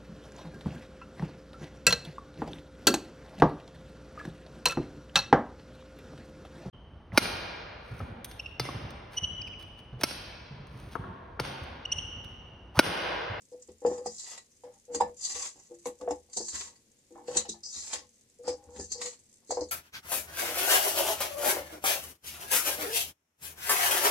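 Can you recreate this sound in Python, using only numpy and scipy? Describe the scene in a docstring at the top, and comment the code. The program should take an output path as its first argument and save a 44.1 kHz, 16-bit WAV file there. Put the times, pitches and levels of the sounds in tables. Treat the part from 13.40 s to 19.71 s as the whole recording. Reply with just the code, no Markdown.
"""In a kitchen sink, hands toss raw, buttered potato sticks in a steel bowl.
Falling fries knock the bowl and make it ring; dragged ones rub a hollow note out of it.
The hands dig in, squeeze and let go, so the greasy film smacks, crackles and hisses.
Now and then the bowl bumps the sink or rocks on its base.
Bowl, sink and kitchen echo it all over a faint room hum."""
import sys
import numpy as np
from scipy import signal
from scipy.fft import rfft, irfft
from scipy.io import wavfile
from scipy.ndimage import uniform_filter1d

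SR = 44100
rng = np.random.default_rng(int(sys.argv[2]) if len(sys.argv) > 2 else 0)


def master_out(mix):
    """Clip the mix to full scale and print it as 16-bit PCM to the path in sys.argv[1]."""
    frames = np.transpose(np.atleast_2d(mix))
    ceiling = np.clip(frames, -1, 1)
    pcm = np.round(ceiling * 32767).astype(np.int16)
    wavfile.write(sys.argv[1], SR, pcm)


N = 278271  # table levels are relative: each function adds its own gain

# fries and knuckles landing in the bowl: t/s, ring level/dB, slap level/dB, knock f/Hz
LANDINGS = [(0.118, -30, -74, 704), (0.283, -39, -53.5, 795), (0.418, -26.5, -44, 416),
            (0.449, -12.5, -28, 760), (0.465, -15, -37, 620), (0.499, -46, -36.5, 670),
            (0.513, -20, -35.5, 378), (0.58, -28, -43.5, 856), (0.659, -25.5, -34.5, 773),
            (1.236, -34.5, -42.5, 942), (1.479, -37, -56, 700), (1.545, -23.5, -39.5, 910),
            (1.6025, -37, -32, 790), (1.6075, -18.5, -23.5, 924), (1.62, -26, -29.5, 776),
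            (1.956, -35.5, -41, 954), (2.307, -33.5, -50, 758), (2.457, -25, -36.5, 980),
            (2.611, -29.5, -40.5, 1120), (2.6765, -21, -29.5, 695), (2.685, -20, -54, 700),
            (2.708, -23.5, -31.5, 792), (2.886, -55, -54, 790), (2.972, -35.5, -37.5, 786),
            (3.004, -39.5, -37, 447), (3.706, -41.5, -58, 687), (3.755, -60, -41.5, 1100),
            (3.78, -67.5, -41, 1060), (3.805, -67, -44, 1080), (3.883, -25, -38.5, 660),
            (3.899, -28, -41, 620), (3.955, -29.5, -38, 820), (4.051, -37.5, -42, 890),
            (4.141, -62, -43.5, 887), (4.258, -55, -55.5, 786), (4.533, -41.5, -38, 826),
            (5.077, -15, -36, 837), (5.396, -50, -37.5, 444), (6.022, -67, -56.5, 1060),
            (6.107, -39, -29, 800), (6.119, -24.5, -33.5, 660), (6.171, -20, -32, 770),
            (6.181, -27, -48, 706), (6.212, -21, -38, 600)]


def knocks():
    """Each landing gives a short pitched knock, a slap and a soft thud, and makes the bowl ring."""
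    out, t = np.zeros(N), np.arange(SR // 3) / SR
    for s, ring_db, slap_db, hz in LANDINGS:
        softness_db = max(-35.5 - slap_db, 0)  # soft landings lose their knock
        knock = amp(slap_db + 5 - 1.8 * softness_db) * blip(t, hz, peak_s=0.0022)
        slap = amp(slap_db + 19.5) * colour(patter(t, follow=0.57, fade_s=0.014), SLAP_SPECTRUM)
        ring = amp(ring_db - 16.5) * bowl_ring(t)
        ring += amp(slap_db + 3) * bowl_ring(t, above_hz=600)  # a slap also rings the higher tones
        add(out, s, knock + (ring + slap + thud(t, ring_db - 24)) * landing(t, slap_db))
    return out


def landing(t, slap_db):
    """Loudness of a landing: gentle ones swell slowly, and the settling heap muffles them all."""
    rise_s = 0.00084 * amp(-.85 * max(slap_db + 22, -24))
    free_s, damping_db_per_s = 0.0488, 211
    return (1 - np.exp(-t / rise_s)) * amp(-damping_db_per_s * np.maximum(t - free_s, 0))


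# the loaded bowl's weaker tones: f/Hz, level/dB, time to fade by 60 dB/s
BOWL_TONES = [(242, -28, 0.24), (305, -17.5, 0.32), (372, -22.5, 0.1), (411, -21.5, 0.071),
              (470, -15.5, 0.22), (561, -15.5, 0.4), (618, -14, 0.073), (733, -23, 0.12), (814, -23.5, 0.3),
              (863, -25, 0.27), (921, -20, 0.14), (1035, -30.5, 0.19), (1075, -29.5, 0.3),
              (1170, -31.5, 0.14), (1750, -33.5, 0.19), (1920, -39.5, 0.13)]


def bowl_ring(t, above_hz=0):
    """The steel rings: the spot that is hit sets each tone's strength, and the load shifts its pitch."""
    detune, spot = rng.standard_normal((2, len(BOWL_TONES)))
    tuning = 1 + 0.0018 * detune + 0.0074 * rng.standard_normal()
    return sum(amp(db + spot_db - 60 * t / fade_s) * np.sin(2 * np.pi * hz * shift * t)
               for (hz, db, fade_s), shift, spot_db in zip(BOWL_TONES, tuning, 4 * spot)
               if hz > above_hz)


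def hollow_note():
    """Drags and knocks feed the bowl's main tone, which rings on after them."""
    note_hz, fade_s = 490, 0.15  # fades by 60 dB in this time
    energy, t = np.zeros(N), np.arange(SR // 3) / SR
    for s, length, db, _ in DRAGS:
        add(energy, s, (amp(db - 0.95) * drag(np.arange(0, length, 1 / SR), length)) ** 2)
    keep = amp(-120 / (fade_s * SR))  # share of the energy left after one sample
    energy = signal.lfilter([1 - keep], [1, -keep], energy)
    for s, ring_db, slap_db, _ in LANDINGS:
        add(energy, s, (amp(ring_db - 4 - 60 * t / fade_s) * landing(t, slap_db)) ** 2)
    hz = note_hz + 6.005 * wander(N, size=1500)  # the load shifts
    waver_db = 2.5 * wander(N, size=500)
    chatter_db = 1.5 * wander(N, size=90)  # fries chatter against the steel
    return np.sqrt(energy) * amp(waver_db + chatter_db) * np.sin(2 * np.pi * np.cumsum(hz) / SR)


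# the heap dragged along the steel: t/s, length/s, hollow note level/dB, scuff level/dB
DRAGS = [(0.121, 0.075, -44.5, -74), (0.507, 0.11, -37, -51.5), (0.612, 0.079, -43.5, -56),
         (1.25, 0.052, -45.5, -54), (1.291, 0.099, -70, -64.5), (1.492, 0.098, -35, -54.5),
         (1.634, 0.075, -37, -48), (2.15, 0.073, -69, -61), (2.287, 0.075, -51, -70.5),
         (2.459, 0.055, -36, -49), (2.59, 0.19, -38, -52.5), (3.25, 0.109, -68.5, -64.5),
         (3.722, 0.27, -55, -60), (3.876, 0.152, -42, -46), (4.579, 0.088, -61.5, -62),
         (4.988, 0.045, -42.5, -72), (5.029, 0.14, -42, -49), (5.084, .055, -36, -53),
         (5.159, 0.143, -60.5, -60), (5.278, 0.09, -47.5, -60.5), (5.335, 0.122, -48, -55.5),
         (5.537, 0.11, -44, -58), (5.627, 0.064, -38.5, -53), (6.177, 0.0685, -35.5, -50),
         (6.26, 0.043, -50, -66)]
# the sound of potato hitting or scuffing steel: f/Hz, level/dB
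SLAP_SPECTRUM = [(150, -41), (400, -12), (620, -7), (800, 6), (950, -5), (1100, -7.5), (1350, -17),
                 (2100, -19.5), (3500, -34), (7000, -66.5)]


def rubs():
    """Potato sticks and slips on the steel, stirring its weaker tones while the heap shuffles."""
    out = np.zeros(N)
    for s, length, _, scuff_db in DRAGS:
        t = np.arange(0, length, 1 / SR)
        ring = bowl_ring(np.arange(SR // 4) / SR)
        slips = pops(len(t) + len(ring), per_s=900, spread_db=1)
        stir = amp(-1.5) * evened(signal.fftconvolve(slips, ring, "valid")[:len(t)])
        scuff = amp(-9.5) * evened(colour(slips, SLAP_SPECTRUM)[-len(t):])
        shuffle = amp(-14.5) * evened(colour(slips, THUD_SPECTRUM)[-len(t):])
        add(out, s, amp(scuff_db) * (stir + scuff + shuffle) * drag(t, length))
    return out


def drag(t, length):
    """Loudness of a drag: it starts softly and eases off."""
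    return amp(-4.5 * t / length) * signal.windows.tukey(len(t), .35)


# the dull sound of the potato heap: f/Hz, level/dB
THUD_SPECTRUM = [(60, -18), (140, -19.5), (220, -13.5), (320, 4), (430, 4), (600, -14), (900, -21.5),
                 (2000, -60), (5000, -95)]


def thud(t, db):
    """A dull blow travels through the heap."""
    return amp(db + 26) * colour(patter(t, follow=0.6, fade_s=0.031), THUD_SPECTRUM)


def patter(t, follow, fade_s):
    """One firm contact, then the rest of the handful settling."""
    push = follow * rng.standard_normal(len(t)) * np.exp(-t / fade_s) / np.sqrt(fade_s * SR / 2)
    push[0] += 1
    return push


# wet surfaces meeting or pulling apart:
# t/s, hiss level/dB, squelch level/dB, air pocket f/Hz, gap to the steel f/Hz, burst length/s
WET_SMACKS = [(0.127, -51, -78, 8000, 5060, 0.0044), (0.222, -43, -72, 7100, 6000, .004),
              (0.287, -63, -68, 7500, 4800, .009), (0.461, -38, -52, 6800, 4920, 0.0074),
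              (0.578, -43, -59.5, 7000, 4800, 0.0055), (0.66, -30.5, -54.5, 7450, 4840, 0.0068),
              (0.793, -34, -81, 7200, 4400, .012), (0.976, -39.5, -51, 6600, 3850, 0.0058),
              (1.114, -54, -81, 8582, 5980, .005), (1.236, -57, -68, 7500, 5060, 0.015),
              (1.337, -53, -71, 9500, 6500, 0.0055), (1.546, -22, -41, 6270, 4720, .005),
              (1.604, -34.5, -44, 6900, 5000, 0.0063), (1.809, -36.5, -72, 7160, 5100, 0.0065),
              (1.831, -31, -70, 7000, 4670, .008), (1.846, -24.5, -71, 7000, 4550, 0.013),
              (2.025, -36, -46.5, 7200, 4400, .005), (2.197, -44.5, -69.5, 7020, 6020, .005),
              (2.343, -46.5, -72.5, 7800, 7000, .004), (2.456, -32, -48, 9000, 6060, 0.0058),
              (2.467, -34.5, -52, 11000, 7430, 0.0066), (2.611, -53, -59, 6500, 4800, 0.0045),
              (2.707, -31.5, -47.5, 6950, 5300, 0.0038), (2.897, -49.5, -69, 7200, 4800, 0.0034),
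              (2.93, -33.5, -64, 7040, 4770, .006), (2.969, -20.5, -57, 6860, 4640, 0.0048),
              (3.082, -27.5, -54, 6860, 4500, 0.007), (3.15, -30, -50.5, 7000, 4200, .007),
              (3.207, -41, -43, 6800, 2860, 0.0056), (3.355, -52, -72, 8500, 4690, 0.015),
              (3.587, -57, -82, 9500, 6980, .004), (3.876, -47, -54.5, 7000, 4300, 0.0094),
              (3.9683, -12, -37.5, 6900, 4110, 0.0054), (4.052, -45, -53, 8500, 2820, 0.0038),
              (4.091, -21.5, -73, 6550, 4000, 0.0019), (4.116, -34, -71, 6900, 3830, .003),
              (4.2345, -42.5, -70, 5230, 4560, .004), (4.53, -23.5, -38, 6860, 4380, 0.0081),
              (5.078, -33, -46.5, 4760, 4710, 0.013), (5.36, -45, -56.5, 6800, 3400, 0.0085),
              (5.395, -34, -58, 7450, 5000, 0.0066), (5.517, -25.5, -62, 6900, 4470, 0.0089),
              (5.614, -33.5, -41, 6500, 3870, 0.0085), (5.656, -33, -43.5, 6500, 4000, 0.0072),
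              (5.727, -47, -60, 7050, 4202, .01), (6.107, -24.5, -52.5, 6840, 4600, 0.0067),
              (6.285, -47, -76, 7000, 4420, 0.009)]


def smacks():
    """Loud smacks under the hands, and faint stray ones at random as fries come unstuck."""
    out, strays_per_s = np.zeros(N), 3
    chance = rng.random((round(strays_per_s * N / SR), 3))
    strays = [(when * N / SR, -64.5 + 9 * size, -78, 6000 + 4000 * pitch, 5500, .002)
              for when, size, pitch in chance]  # same columns as the table
    for s, *row in WET_SMACKS + strays:
        lead_s, sound = smack(*row)
        add(out, s - lead_s, sound)
    return out


def smack(hiss_db, squelch_db, pocket_hz, gap_hz, burst_s):
    """A rustle, then a burst that rings trapped air. Returns the time to the burst, and the sound."""
    t = np.arange(-SR // 25, SR // 6) / SR
    after = np.maximum(t, 0)
    touch = 0.18 * np.exp(-abs(t) / (2.1 * burst_s))
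    rise = 1 - np.exp(-after / 0.00087)
    fall = 0.89 * np.exp(-after / burst_s) + 0.26 * amp(-60 * after / 0.11)
    burst = pops(len(t), per_s=6500, spread_db=1.5) * (touch + rise * fall)
    pocket = resonate(amp(5.5) * resonate(burst, pocket_hz, width_hz=1400), pocket_hz, width_hz=3600)
    gap = resonate(amp(8) * resonate(burst, gap_hz, width_hz=550), gap_hz, width_hz=1200)
    hiss = colour(burst, CRACKLE_SPECTRUM) + pocket + gap
    squelch = colour(burst, SQUELCH_SPECTRUM)
    return -t[0], amp(hiss_db - 8) * hiss + amp(squelch_db + 6.5) * squelch


# the fine, bright crackle of butter: f/Hz, level/dB
CRACKLE_SPECTRUM = [(1000, -49.5), (3000, -28.5), (3700, -21), (4400, -12), (5500, -8), (6400, -1),
                    (7200, 2.5), (7900, -3.5), (8600, -12), (10000, -22.5), (11500, -25.5), (12400, -44.5),
                    (15500, -60)]
# the lower squelch of larger air pockets: f/Hz, level/dB
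SQUELCH_SPECTRUM = [(100, -11), (250, 4), (500, 7), (780, -0.5), (1120, 6.5), (1500, 2), (1950, 5),
                    (2600, 4), (3800, 6), (5500, 8.5), (8000, -2), (11000, -10), (12500, -16.5),
                    (15500, -48)]
# hands grabbing fries: start t/s, dig-in length/s, t/s when the swelling squelch would reach full level
# (may lie outside the grab), let-go t/s, crackle level/dB, squelch level/dB
HANDFULS = [(0.451, 0.032, 0.44, 0.54, -52.5, -66), (0.655, 0.05, 0.91, 0.86, -49.5, -51.5),
            (0.86, 0.012, 0.86, 0.94, -49.5, -52), (1.765, 0.062, 1.94, 2.062, -41, -48),
            (2.13, 0.02, 1.7, 2.26, -64.5, -73.5), (2.93, 0.036, 3.42, 3.223, -45.5, -35),
            (3.11, 0.042, 3.14, 3.164, -43, -44.5), (3.22, 0.016, 3, 3.275, -54, -58.5),
            (3.868, 0.012, 3.97, 3.993, -54, -46), (4.236, 0.087, 4.56, 4.553, -46.5, -43),
            (4.32, 0.024, 4.35, 4.38, -56, -56.5), (5.31, 0.092, 5.59, 5.44, -49, -55),
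            (5.603, 0.006, 5.75, 5.672, -41.5, -43), (6.1, 0.033, 6.1, 6.16, -57.5, -70)]


def squeezes():
    """Sliding fries crackle; closing hands burst larger pockets, which squelch. Letting go ends both."""
    out = np.zeros(N)
    dig_from_db, swell_db_per_s, release_db_per_s = -17, 107, 310
    for start, dig_s, full_at, let_go, crackle_db, squelch_db in HANDFULS:
        t = np.arange(start, let_go + .2, 1 / SR)
        dig_db = dig_from_db * np.maximum(1 - (t - start) / dig_s, 0)
        contact = amp(dig_db - release_db_per_s * np.maximum(t - let_go, 0))
        swell_db = -swell_db_per_s * np.maximum(full_at - t, 0)
        jitter = rng.standard_normal((2, len(t)))  # the grip catches and slips many times a second
        grip, squeeze = evened(uniform_filter1d(uniform_filter1d(jitter, size=500), size=300))
        slide = contact * amp(crackle_db + 2 * grip)
        press = contact * amp(squelch_db + swell_db + 2.8 * squeeze)
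        crackle = amp(1) * colour(slide * pops(len(t), per_s=800, spread_db=2.5), CRACKLE_SPECTRUM)
        squelch = colour(press * pops(len(t), per_s=420, spread_db=2), SQUELCH_SPECTRUM)
        froth = amp(-13.5) * bubbles(slide, per_s=230, cycles=22, low_hz=5380, high_hz=9900)
        froth += amp(-14.5) * bubbles(press, per_s=240, cycles=5, low_hz=663.6, high_hz=3040)
        spit = amp(-15) * bubbles(press, per_s=125, cycles=5, low_hz=8000, high_hz=11740)
        add(out, start, crackle + squelch + froth + spit)
    return out


def bubbles(push, per_s, cycles, low_hz, high_hz, count=10):
    """Air bubbles in the butter burst as loudly as they are pushed; each pings at a rising pitch."""
    out = np.zeros(len(push))
    for hz in np.geomspace(low_hz, high_hz, count) * rng.uniform(1.0, 1.04, count):
        age = np.arange(int(4 * cycles * SR / hz)) * hz / SR / cycles
        tone = np.sin(2 * np.pi * cycles * (age + 0.016 * age ** 2))
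        ping = tone * np.exp(-age) * (1 - np.exp(-12 * age))
        sizes = amp(1.9 * np.minimum(rng.exponential(1, len(push)), 3))
        bursts = sizes * (rng.random(len(push)) < per_s / count / SR)
        out += signal.oaconvolve(push * bursts, ping / np.linalg.norm(ping))[:len(push)]
    return out * np.sqrt(SR / per_s / 2)


# fingers and fries sliding down the greasy wall: t/s, length/s, low edge of the hiss f/Hz, level/dB
WALL_SLIDES = [(0.656, 0.05, 4750, -45), (0.776, 0.13, 4100, -49.5), (1.829, 0.11, 4110, -40.5),
               (2.962, 0.1, 4500, -43), (3.086, 0.13, 4030, -49.5), (4.08, 0.057, 3990, -46),
               (4.231, 0.1, 4584, -43.5), (4.325, 0.12, 3940, -44.5), (5.068, 0.078, 4740, -44.5),
               (5.501, 0.12, 4470, -45.5), (6.108, 0.079, 4430, -44.5), (6.207, 0.042, 4400, -45)]


def scrapes():
    """A wet hiss rings the gap under a finger; it sinks and fades as the finger slows."""
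    out, sag_hz_per_s, fade_db = np.zeros(N), 1200, -10
    for s, length, edge_hz, db in WALL_SLIDES:
        t = np.arange(0, length, 1 / SR)
        slips = pops(len(t), per_s=900, spread_db=2.5)
        hiss = signal.sosfilt(signal.butter(6, [edge_hz, 7800], "band", fs=SR, output="sos"), slips)
        gap = resonate(hiss, 1.003 * edge_hz - sag_hz_per_s * t, width_hz=610)
        catch_db = 3 * wander(len(t), size=300)  # the finger catches and slips
        loudness = amp(db + fade_db * t / length + catch_db) * signal.windows.tukey(len(t), .12)
        add(out, s, loudness * evened(hiss + amp(3) * gap))
    return out


# the bowl shoved against the sink: t/s, boom level/dB, wall level/dB, thud level/dB, thud f/Hz
SINK_BUMPS = [(0.287, -64.5, -56.5, -44, 379), (0.464, -56.5, -40, -35, 320), (0.657, -64.5, -45, -39, 420),
              (1.55, -60, -45.5, -34, 295), (1.611, -59, -42.5, -56, 395), (1.942, -63, -75, -62, 323),
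              (2.46, -75, -52.5, -39, 285), (2.613, -65, -65, -40, 301), (2.707, -57.5, -60, -32, 298),
              (2.964, -67, -47, -42, 401), (3.001, -75, -55, -40.5, 350), (3.13, -57.5, -53.5, -49.5, 299),
              (3.709, -80.5, -71, -45.5, 348), (3.955, -58.5, -42.5, -35.5, 350),
              (4.086, -64, -44, -39, 345), (4.359, -63, -57.5, -55, 306), (4.559, -67, -68, -62, 296),
              (5.081, -60.5, -66, -38, 345), (5.269, -60.5, -58.5, -56, 303), (5.36, -60, -50, -48, 372),
              (5.389, -51, -45.5, -36.5, 401), (5.51, -65.5, -58, -51.5, 320),
              (6.094, -63, -68.5, -35.5, 446), (6.206, -56, -53, -32.5, 313)]


def bumps():
    """A shove thuds through the heap; the sink gives a deep boom and its wall rings faintly."""
    out, t = np.zeros(N), np.arange(SR // 2) / SR
    boom = dying_tone(t, hz=80, fade_s=0.075) - 0.69 * dying_tone(t, hz=60, fade_s=0.054)
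    wall = dying_tone(t, hz=219, fade_s=0.046) + 0.5 * dying_tone(t, hz=172, fade_s=0.039)
    cushion = 1 - np.exp(-t / 0.0045)
    for s, boom_db, wall_db, thud_db, hz in SINK_BUMPS:
        heap = amp(thud_db - 6) * blip(t, hz, peak_s=0.0099) + thud(t, thud_db - 3.5) * cushion
        add(out, s, amp(boom_db + 5.5) * boom + amp(wall_db - 1) * wall * cushion + heap)
    return out


# the bowl rocking back onto its base: t/s, level/dB
BOWL_ROCKS = [(2.305, -44.5), (3.035, -53.5), (3.71, -45), (4.09, -48)]


def rocks():
    """Set down on its base, the bowl hums one low, lingering tone."""
    out, t = np.zeros(N), np.arange(SR // 2) / SR
    hz, rise_s, fade_s = 344, 0.0095, 0.39
    for s, db in BOWL_ROCKS:
        add(out, s, amp(db - 60 * t / fade_s) * (1 - np.exp(-t / rise_s)) * np.sin(2 * np.pi * hz * t))
    return out


# tones of the thin steel wall: f/Hz, width/Hz, level/dB
WALL_TONES = [(780, 26, 10), (921, 32, 8.5), (1084, 32, 6.5), (1940, 31, 8.5), (2674, 24, -4.5),
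              (3960, 67, -2.5), (4500, 43, -1), (5016, 120, -0.5), (6100, 150, -3), (6570, 50, -6.5),
              (7000, 53, -5), (7530, 98.7, -1), (7963, 46, -4)]


def steel(wet):
    """The thin wall under the fries rings along with the crackle."""
    return amp(-3) * sum(amp(db) * signal.lfilter(*signal.iirpeak(hz, hz / width, fs=SR), wet)
                         for hz, width, db in WALL_TONES)


# the sound of the butter film left alone: f/Hz, level/dB
FIZZ_SPECTRUM = [(1000, -30), (3500, -19.5), (5200, -10), (6400, 0), (7600, 0), (9000, -5.5),
                 (11500, -15.5), (13000, -30)]
# how loudly it fizzes over time: t/s, level/dB
FIZZ_LEVELS = [(0, -69.5), (0.3, -67), (1.1, -70.5), (2.1, -67), (2.5, -64), (2.85, -70), (3.6, -72.5),
               (4.7, -70.5), (5.9, -69), (6.3, -65.5)]


def fizz():
    """The butter coating keeps ticking faintly, in little clumps."""
    level_db = np.interp(np.arange(N) / SR, *np.transpose(FIZZ_LEVELS)) + 1.9 * wander(N, size=900)
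    return colour(amp(level_db) * pops(N, per_s=60, spread_db=3.5), FIZZ_SPECTRUM)


def wet_side():
    """All the wet sounds from one side of the heap, with the steel under them."""
    top_hz = 12700  # the wet sounds' highest treble is rolled off
    wet = smacks() + squeezes() + scrapes() + fizz()
    return signal.sosfilt(signal.butter(5, top_hz, fs=SR, output="sos"), wet + steel(wet))


def bowl_echoes(x):
    """Quick echoes off bowl and sink; the moving hands keep fading one pattern into the next."""
    hop = round(0.16 * SR)
    x, out = np.pad(x, (hop, 2 * hop)), np.zeros((2, N + hop))
    for at in range(0, N + hop, hop):
        piece = x[at:at + 2 * hop] * signal.windows.cosine(2 * hop)
        pair = echoes(piece, life=0.18, delay_s=.0003, low_hz=610, size=4096)
        for channel, sound in zip(out, pair):
            add(channel, at / SR, sound)
    return out[:, hop:]


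# how long echoes last, before scaling by life: f/Hz, time to fade by 60 dB/s
ECHO_TIMES = [(150, 0.083), (500, 0.28), (1400, 0.17), (4000, 0.23), (10000, 0.16)]


def echoes(x, life, delay_s, low_hz, size=22050):
    """Many reflections blur into a tail in which each pitch dies at its own rate."""
    hz, t, bands = signal.stft(rng.standard_normal((2, size)), SR, nperseg=256)
    fade = amp(-60 * t / (life * read(ECHO_TIMES, hz))[:, None])
    tail = signal.istft(bands * fade, SR, nperseg=256)[1]
    bass_cut = signal.butter(2, low_hz, "high", fs=SR, output="sos")
    tail = signal.sosfilt(bass_cut, tail / np.linalg.norm(tail[0]))
    tail = np.pad(spread(*tail), ((0, 0), (round(delay_s * SR), 0)))
    return signal.fftconvolve(x[None], tail, axes=1)[:, :N]


# the kitchen's background noise: f/Hz, level/dB
HUM_SPECTRUM = [(20, -19), (50, -12), (85, -6.5), (125, -9.5), (180, -11), (220, -5.5), (280, -11),
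                (400, -14), (490, -11.5), (620, -23), (1300, -31.5), (2000, -25.5), (3000, -27),
                (6800, -23), (10000, -27.5), (13000, -35), (15500, -37.5)]


def hum():
    """Steady room noise, nearly the same on both sides in the bass."""
    mid, side = (colour(rng.standard_normal(N), HUM_SPECTRUM, size=8192) for _ in range(2))
    return amp(-70) * spread(mid, side)


# how wide the room sounds: f/Hz, side-to-mid ratio
ROOM_WIDTH = [(100, .2), (380, .22), (520, .7), (800, .9), (1400, 1.0), (4000, 1.0), (12000, 1.0)]


def spread(mid, side):
    """Left and right from a shared part (mid) and a differing part (side), which is weak in the bass."""
    width = read(ROOM_WIDTH, np.fft.rfftfreq(len(side), 1 / SR))
    side = irfft(rfft(side) * width, len(side))
    return np.array([mid + side, mid - side])


def amp(db):
    """Turns decibels into a gain."""
    return 10 ** (np.asarray(db) / 20)


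def evened(x):
    """Scales a signal to an average strength (rms) of 1."""
    return x / np.sqrt(np.mean(x ** 2) + 1e-20)


def read(points, hz):
    """Looks up a table between its rows, on a log-frequency scale."""
    f, value = np.transpose(points)
    return np.interp(np.log(hz + 1), np.log(f + 1), value)


def add(mix, s, sound):
    """Mixes a sound in at s seconds."""
    part = mix[max(round(s * SR), 0):][:len(sound)]
    part += sound[:len(part)]


def colour(x, points, size=2048):
    """Gives a sound the tone colour of a spectrum table; only the table's shape counts."""
    hz = abs(np.fft.fftfreq(size, 1 / SR))
    log_gain = np.log(amp(read(points, hz)))
    taps = np.fft.ifft(np.exp(np.conj(signal.hilbert(log_gain)))).real  # rings only after a click
    return signal.fftconvolve(x, taps / np.linalg.norm(taps))[:len(x)]


def resonate(x, hz, width_hz):
    """Lets a sound ring around one pitch, which may glide."""
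    turn = np.exp(2j * np.pi * np.cumsum(hz * np.ones(len(x))) / SR)
    keep = np.exp(-np.pi * width_hz / SR)
    return 2 * (turn * signal.lfilter([1 - keep], [1, -keep], x / turn + 1e-18)).real


def pops(length, per_s, spread_db):
    """Tiny films and threads of butter snap: random clicks, a few of them large."""
    size = amp(spread_db * np.minimum(rng.exponential(1, length), 4))
    return evened(size * rng.choice([-1, 1], length) * (rng.random(length) < per_s / SR))


def wander(length, size):
    """A smooth random drift; a larger size makes it slower."""
    return evened(uniform_filter1d(uniform_filter1d(rng.standard_normal(length), size), size))


def blip(t, hz, peak_s):
    """A tone that swells to its peak and dies at once."""
    return t / peak_s * np.exp(1 - t / peak_s) * np.sin(2 * np.pi * hz * t)


def dying_tone(t, hz, fade_s):
    """A struck tone that fades away."""
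    return np.sin(2 * np.pi * hz * t) * np.exp(-t / fade_s)


def later(x, delay_s):
    """Delays a sound slightly."""
    t = np.arange(N) / SR
    return np.interp(t - delay_s, t, x)


def scene():
    """The bowl and both sides of the wet heap, with near and far echoes, sink bumps and room hum."""
    note, clatter = hollow_note(), knocks() + rubs()
    left, right = wet_side(), wet_side()
    bowl = note + clatter + rocks()
    near = bowl_echoes(amp(-7.5) * left + amp(-6.5) * clatter) + bowl_echoes(amp(-8.5) * right)
    into_room = amp(-14) * (left + right) + amp(-12.5) * clatter + amp(-24) * note
    far = echoes(into_room, life=0.83, delay_s=.006, low_hz=148.7)
    direct = np.array([bowl, later(bowl, .00009)])  # the bowl is heard on the left first
    cross_s = .00003  # extra travel time to the far side
    wet = np.array([left + later(right, cross_s), right + later(left, cross_s)])
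    return direct + amp(-10) * wet + near + far + bumps() + hum()


# how the two microphones differ: f/Hz, left minus right level/dB
SIDE_BALANCE = [(60, 1), (99, 3.5), (160, 1), (270, 3.5), (450, 2), (740, 1), (1220, 1.5), (2010, 2),
                (3330, 2), (4800, 4.5), (6400, 5.5), (7400, -3), (8500, -5.5), (11000, -1.5), (15000, 3.5)]


def record(dry):
    """Each microphone colours the sound its own way, and the highest treble is cut."""
    lean_db = read(SIDE_BALANCE, np.fft.rfftfreq(N, 1 / SR))
    heard = irfft(rfft(dry) * amp(np.array([lean_db, -lean_db]) / 2), N)
    treble_cut = signal.firwin(511, 15500, window=("kaiser", 9), fs=SR)
    return signal.oaconvolve(heard, treble_cut[None], "same")


dry = scene()
out = record(dry)
master_out(out)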